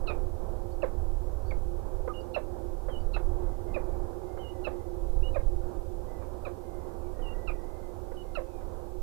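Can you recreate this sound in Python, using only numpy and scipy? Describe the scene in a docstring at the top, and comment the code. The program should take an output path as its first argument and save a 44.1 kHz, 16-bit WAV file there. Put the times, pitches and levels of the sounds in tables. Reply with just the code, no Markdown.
"""A falcon high on a tower calls "ee-chup": a thin whistle, a sharp chip, then a break to a low chup.
Soft clucks and peeps fall between the calls, and faint wails come from afar.
The nest box and wall give a short echo. Wind rumbles on the nest camera's microphone,
rushes round the tower and hums in the steel railing.
The microphone feeds the right channel; only a little leaks into the left, and both hiss."""
import sys
import numpy as np
from scipy import signal
from scipy.fft import rfft, irfft, next_fast_len
from scipy.io import wavfile
from scipy.ndimage import map_coordinates

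SR = 44100
rng = np.random.default_rng(int(sys.argv[2]) if len(sys.argv) > 2 else 0)


def persist_wave(psi):
    """Save psi, clipped to +-1, as 16-bit WAV."""
    counts = np.round(np.clip(psi, -1, 1) * 32767).astype(np.int16)
    wavfile.write(sys.argv[1], SR, np.atleast_2d(counts).T)


N = 397782


def amp(db):
    """Turn decibels into a gain."""
    return 10 ** (np.asarray(db) / 20)


def unit(x):
    """Scale a sound to an average (rms) level of 1."""
    return x / np.sqrt(np.mean(x ** 2) + 1e-20)


def along(points, hz):
    """Read (frequency, value) points at hz, on a log frequency axis."""
    f, v = np.transpose(points)
    return np.interp(np.log(hz + 1), np.log(f + 1), v)


def curves(rows, t):
    """Read each column after the time column at times t."""
    times, *columns = np.transpose(rows)
    return [np.interp(t, times, column) for column in columns]


def wobble(rate, t):
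    """A smooth random curve through rate points a second."""
    knots = (t - t[0]) * rate
    return map_coordinates(rng.standard_normal(int(knots[-1]) + 4), [knots])


def filtered(x, response):
    """Scale each frequency in x by the gain response(hz)."""
    size = x.shape[-1]
    padded = next_fast_len(size + 8192)
    return irfft(rfft(x, padded) * response(np.fft.rfftfreq(padded, 1 / SR)), padded)[..., :size]


def noise(spectrum, size):
    """Noise of rms 1, shaped by (f/Hz, level/dB) points."""
    return unit(filtered(rng.standard_normal(size), lambda hz: amp(along(spectrum, hz))))


def gate(t, length, rise, fall):
    """Fade a note in from time 0 and out around length."""
    return np.clip(t / rise, 0, 1) * (1 - np.tanh((t - length) / fall)) / 2


def cycles(hz):
    """The running phase of a moving pitch, in radians."""
    return 2 * np.pi * np.cumsum(hz) / SR


def add(track, start, sound):
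    """Mix a sound into the track at start seconds."""
    part = track[max(round(start * SR), 0):][:len(sound)]
    part += sound[:len(part)]


def swell(length, depth_db):
    """Times, progress (0 to 1) and gain for a note that is loudest in its middle."""
    t = np.arange(int((length + .02) * SR)) / SR
    progress = np.minimum(t / length, 1)
    gain = amp(-depth_db * (2 * progress - 1) ** 2) * gate(t, length, rise=0.0015, fall=.004)
    return t, progress, gain


def thin_tone(hz, db, t, waver):
    """A nearly pure tone that quivers slightly in pitch and level."""
    phase = cycles(hz * (1 + waver * wobble(148.4, t)))
    return amp(db + wobble(60.4, t)) * (np.sin(phase) + amp(-39) * np.sin(2 * phase))


def echoed(sound, echo_db):
    """Add the short, blurred echo of the nest box and wall."""
    # how long the echo lasts: f/Hz, time to fade by 60 dB/s
    fade_times = [(300, 0.079), (1200, 0.13), (2700, 0.15), (6000, 0.098)]
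    hz, t, spectrum = signal.stft(rng.standard_normal(SR // 4), SR, nperseg=256)
    fade = amp(-60 * t / along(fade_times, hz)[:, None])
    tail = signal.istft(spectrum * fade * np.clip(t / 0.033, 0, 1), SR, nperseg=256)[1]
    response = amp(echo_db) * tail / np.linalg.norm(tail)
    response[0] += 1  # the direct sound
    return signal.fftconvolve(sound, response)


def slides(rows, waver, wander_oct, echo_db):
    """Thin notes whose pitch slides along a shallow arch."""
    track = np.zeros(N)
    for start, length, hz, slide, db in rows:
        t, progress, gain = swell(length, depth_db=7)
        arch = -.045 * (2 * progress - 1) ** 2
        pitch = hz * 2 ** (slide * (progress - .5) + arch + wander_oct * wobble(18, t))
        add(track, start, echoed(gain * thin_tone(pitch, db, t, waver), echo_db))
    return track


def humming_bar(centre, width):
    """One railing bar hums in the wind: a narrow band of noise around its note."""
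    return unit(filtered(rng.standard_normal(N), lambda hz: 1 / (1 + ((hz - centre) / width) ** 2)))


def wind():
    """Gusts shake the microphone; the breeze rushes round the tower and sets the railing humming."""
    # gusts on the microphone: t/s, relative level/dB
    gusts = [(0.0, -38), (0.1, -34.5), (0.8, -41.5), (0.85, -36.5), (1.7, -30.5), (2.36, -47), (2.91, -30),
             (4.01, -36), (4.16, -50.5), (4.91, -42.5), (5.06, -25.5), (5.46, -30.5), (5.86, -39),
             (6.71, -46), (7.52, -36), (7.72, -41.5), (8.72, -41.5), (9.02, -40)]
    # slow drift of the wind: t/s, flutter level/dB, rush level/dB, hum level/dB
    drift = [(0, -37, -41.5, -42.5), (1.4, -35, -44.5, -47), (2.2, -37.5, -42, -42),
             (3.0, -36.5, -43.5, -45.5), (3.8, -35.5, -42, -42.5), (5.3, -38.5, -44, -43.5),
             (6.4, -38, -43, -45), (7.3, -39.5, -42.5, -46), (8.4, -44.5, -47, -46.5),
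             (9.02, -39, -45.5, -45.5)]
    # deep rumble and higher flutter on the microphone, rush round the tower: f/Hz, level/dB
    rumble_shape = [(8, -8.5), (16, 3.5), (28, 3), (45, -4), (62, -14.5), (90, -58), (200, -75)]
    flutter_shape = [(30, -7.5), (55, -3), (70, 2), (88, -2.5), (110, -11.5), (150, -21.5), (220, -26.5),
                     (450, -81)]
    rush_shape = [(80, -15), (170, -5.5), (300, -2.5), (420, 0.5), (580, -2), (660, -4.5), (830, -5.5),
                  (950, -8), (1250, -16), (1600, -23), (2000, -37), (2800, -43.5), (5000, -51)]
    # railing bars: f/Hz, width/Hz, level/dB
    bars = [(355.5, 13.9, 2.5), (523.2, 26, -3), (776, 40, -9.5), (237.3, 20, -15.5)]
    t = np.arange(N) / SR
    gust_db, = curves(gusts, t)
    flutter_db, rush_db, hum_db = curves(drift, t)
    flutter_db += 0.24 * (gust_db - gust_db.mean())  # flutter grows with the gusts
    rumble = amp(gust_db + 5.5 + 1.3 * wobble(8, t)) * noise(rumble_shape, N)
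    flutter = amp(flutter_db + 1.14 * wobble(9, t)) * noise(flutter_shape, N)
    rush = amp(rush_db + 1.57 * wobble(7, t)) * noise(rush_shape, N)
    hum = sum(amp(db) * humming_bar(hz, width) for hz, width, db in bars)
    return rumble + flutter + rush + amp(hum_db) * hum


def far_wails():
    """Faint wails from afar, with plenty of echo; most of them fall in pitch."""
    # wails: t/s, length/s, f/Hz, slide/octaves, level/dB
    notes = [(3.4, 0.22, 2040, -.04, -72.5), (3.66, 0.16, 2050, -0.15, -63), (3.8, .15, 2370, -.09, -71),
             (4.2, 0.32, 2120, 0, -69), (4.4, 0.38, 1998, -0.054, -68), (4.68, 0.29, 2060, -.13, -73),
             (5.0, 0.65, 3930, 0.0053, -76), (6.06, .145, 2025, -.06, -65), (6.19, 0.05, 2330, -0.17, -67),
             (6.6, .32, 2080, -0.044, -69), (7.03, .06, 2320, -.14, -70), (7.14, 0.52, 1970, 0.019, -61.5),
             (7.6, 0.34, 2080, -0.046, -66.5), (8.2, 0.25, 2110, -0.011, -67),
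             (8.46, .17, 2480, -0.15, -68.5)]
    return slides(notes, waver=0.012, wander_oct=0.0121, echo_db=-3.0)


def peeps():
    """The falcon's small squeaks and peeps."""
    # peeps: t/s, length/s, f/Hz, slide/octaves, level/dB
    notes = [(.715, 0.023, 4570, .09, -62), (1.455, .07, 4590, 0.057, -59.5),
             (2.09, 0.036, 1230, -0.13, -33), (2.203, .016, 4760, -0.061, -58),
             (3.0, .026, 4700, 0.044, -64)]
    return slides(notes, waver=.008, wander_oct=.003, echo_db=-16)


def chup(length, hz, db, rasp_db, fall_oct):
    """A falling note in the bird's low voice, with a rasp that pulses once a cycle."""
    # the tone's harmonics: multiple of the pitch, level/dB
    harmonics = [(1, -2.5), (2, -19.5), (3, -23.5), (4, -29)]
    # raspy noise in the voice: f/Hz, level/dB
    rasp_shape = [(300, 5.5), (600, 14), (1300, 6), (2400, -13), (3100, -18), (4100, -12), (5000, -56)]
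    t = np.arange(SR // 12) / SR
    slide = -fall_oct * (np.minimum(t / length, 1.5) - .5) + 0.26 * np.exp(-t / 0.0011)
    phase = cycles(hz * 2 ** (slide + .03 * wobble(500, t)))
    tone = amp(db) * sum(amp(level) * np.sin(k * phase) for k, level in harmonics)
    tone *= gate(t, length * .92, rise=.0025, fall=.0045)
    rasp = amp(rasp_db) * noise(rasp_shape, len(t)) * (1 + 0.18 * np.cos(phase))
    rasp *= gate(t, length, rise=.002, fall=.8 * length)  # a longer note leaves a longer rasp
    return echoed(tone + rasp, echo_db=-11.5)


def clucks():
    """Soft clucks between the calls: duller chups that hardly slide."""
    # clucks: t/s, length/s, f/Hz, tone level/dB, rasp level/dB
    notes = [(2.076, 0.009, 499, -18, -34), (2.883, 0.019, 515, -28.5, -36.5), (4.373, .009, 505, -30, -36),
             (6.222, 0.013, 614, -49, -41.5), (7.189, 0.015, 484, -33, -44),
             (8.116, .013, 488, -28.5, -44.5), (8.607, 0.027, 501, -37, -50)]
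    cut_treble = signal.butter(6, 2800, fs=SR, output="sos")
    track = np.zeros(N)
    for start, length, hz, db, rasp_db in notes:
        add(track, start, signal.sosfilt(cut_treble, chup(length, hz, db, rasp_db, fall_oct=0.024)))
    return track


def whistles():
    """A thin whistle announces a call: it scoops up, sinks, and lifts a little at the end."""
    # whistles: t/s, length/s, f/Hz at the dip, arch above f/share, scoop below f/share, level/dB
    notes = [(2.138, .066, 2845, 0.045, 0.035, -44), (2.898, 0.099, 2940, 0.17, 0.104, -45.5),
             (4.388, .125, 2845, 0.17, 0.15, -47), (5.225, 0.076, 2897, 0.072, 0.3, -41.5),
             (7.22, 0.12, 2790, 0.087, 0, -47), (8.169, 0.057, 2930, 0.022, 0.0032, -47)]
    dip_share, scoop_s = 0.69, 0.0086  # the dip comes this far through the note
    throat_hz, loss_db_per_oct = 2850, 50  # a whistle weakens away from the throat's own note
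    track = np.zeros(N)
    for start, length, hz, arch, scoop, db in notes:
        t, progress, gain = swell(length, depth_db=4.5)
        pitch = hz * (1 + arch * (1 - progress / dip_share) ** 2 - scoop * np.exp(-t / scoop_s))
        loss_db = loss_db_per_oct * np.abs(np.log2(pitch / throat_hz))
        level_db = db + 1.0 - loss_db + 1.6 * wobble(107, t)
        add(track, start, echoed(gain * thin_tone(pitch, level_db, t, waver=0.0092), echo_db=-18.5))
    return track


def chip(length, hz, bend, db, first_db, third_db, release, t):
    """The voice snaps on above its pitch, settles and sags; the throat favours the second harmonic."""
    # a faint high rasp around the chip: f/Hz, level/dB
    rasp_shape = [(3000, -12), (3700, 1), (4200, 5), (4600, -7), (5500, -40)]
    settle_s, sag_oct_per_s = 0.405 * length + 0.0015, 1.85
    opening = 1 - np.tanh(np.maximum(t, -.002) / settle_s)
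    phase = cycles(hz * 2 ** (-sag_oct_per_s * t) * (1 + bend * opening + 0.017 * wobble(676, t)))
    # the odd harmonics are hoarse, and the third is strongest while the beak opens
    hoarse = phase + .3 * wobble(533, t)
    third = amp(third_db + 16.7 * opening - 9.5) * np.sin(2 * phase + hoarse)
    tone = amp(first_db) * np.sin(hoarse) + np.sin(2 * phase) + third + amp(-31) * np.sin(4 * phase)
    tone *= gate(t, length + 0.3 * release, rise=0.36 * length, fall=release)
    tone *= 1 + 0.5 * np.clip(t / length - .7, 0, 1) * wobble(590, t)  # scratchy as the voice breaks
    rasp = amp(third_db - 13.5) * noise(rasp_shape, len(t))
    rasp *= gate(t - t[0], length - t[0], rise=.007, fall=.015)
    return echoed(amp(db + 1.44 * wobble(407, t)) * (tone + rasp), echo_db=-20)


def calls():
    """The falcon's "ee-chup": each high chip breaks into a low chup."""
    # calls: t/s; chip length/s, f/Hz, opening bend/share, second harmonic level/dB,
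    # first and third harmonic relative levels/dB; chup length/s, f/Hz, level/dB, rasp level/dB
    ee_chups = [(0.072, .029, 1287, 0.14, -32, -3, -9, 0.016, 590, -36, -32),
                (0.821, 0.0086, 1296, .09, -36.5, -11, -19, 0.023, 537, -16.5, -36.5),
                (1.508, .008, 1090, 0.16, -34.5, -11, -19, 0.011, 615, -28, -39.5),
                (2.342, 0.02, 1362, 0.024, -30, -16, -15.5, .023, 579, -20, -32.5),
                (3.137, 0.026, 1327, 0.06, -35, -11, -7, .017, 639, -27.5, -32),
                (3.741, 0.021, 1248, 0.086, -33.5, -16, -19, 0.021, 558, -22, -52),
                (4.642, 0.027, 1333, 0.087, -33, -13, -15.5, 0.017, 588, -21.5, -33.5),
                (5.343, .015, 1235, 0.065, -40.5, -9, -14, 0.023, 569, -19, -42),
                (6.449, .016, 1208, 0.17, -39.5, -1, -15, 0.019, 548, -26.5, -37.5),
                (7.473, .023, 1280, 0.138, -33, -5, -19.5, 0.0175, 642, -34.5, -40),
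                (8.350, 0.021, 1333, 0.095, -34, -0.5, -13, 0.029, 572, -24, -42)]
    lead_s = .008  # a faint high rasp fades in just before each chip
    t = np.arange(SR // 10) / SR - lead_s
    track = np.zeros(N)
    for start, length, hz, bend, db, first_db, third_db, chup_s, chup_hz, chup_db, rasp_db in ee_chups:
        release = .003 * 2 ** ((-17.5 - chup_db) / 6)  # the weaker the chup, the longer the chip lingers
        add(track, start - lead_s, chip(length, hz, bend, db, first_db, third_db, release, t))
        add(track, start + length, chup(chup_s, chup_hz, chup_db, rasp_db, fall_oct=0.437))
    return track


def scene():
    """Everything reaches one microphone on the right channel; a little bass leaks to the left."""
    # leak from right to left: f/Hz, level/dB
    leak = [(20, -29), (60, -30), (150, -42), (350, -58), (1000, -54)]
    falcon = calls() + clucks() + whistles() + peeps()
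    microphone = falcon + far_wails() + wind()
    left = filtered(microphone, lambda hz: amp(along(leak, hz)))
    return np.array([left, microphone])


def record(dry):
    """Each channel adds its own amplifier hiss, and the highest treble is cut off."""
    # amplifier hiss: f/Hz, level/dB
    hiss_shape = [(20, 20.5), (100, 17), (300, 10), (700, 4), (1500, 3.5), (5000, 3), (15000, 1.5)]
    hiss = amp(-63.5) * np.array([noise(hiss_shape, N), noise(hiss_shape, N)])
    return filtered(dry + hiss, lambda hz: hz < 15150)


dry = scene()
out = record(dry)
persist_wave(out)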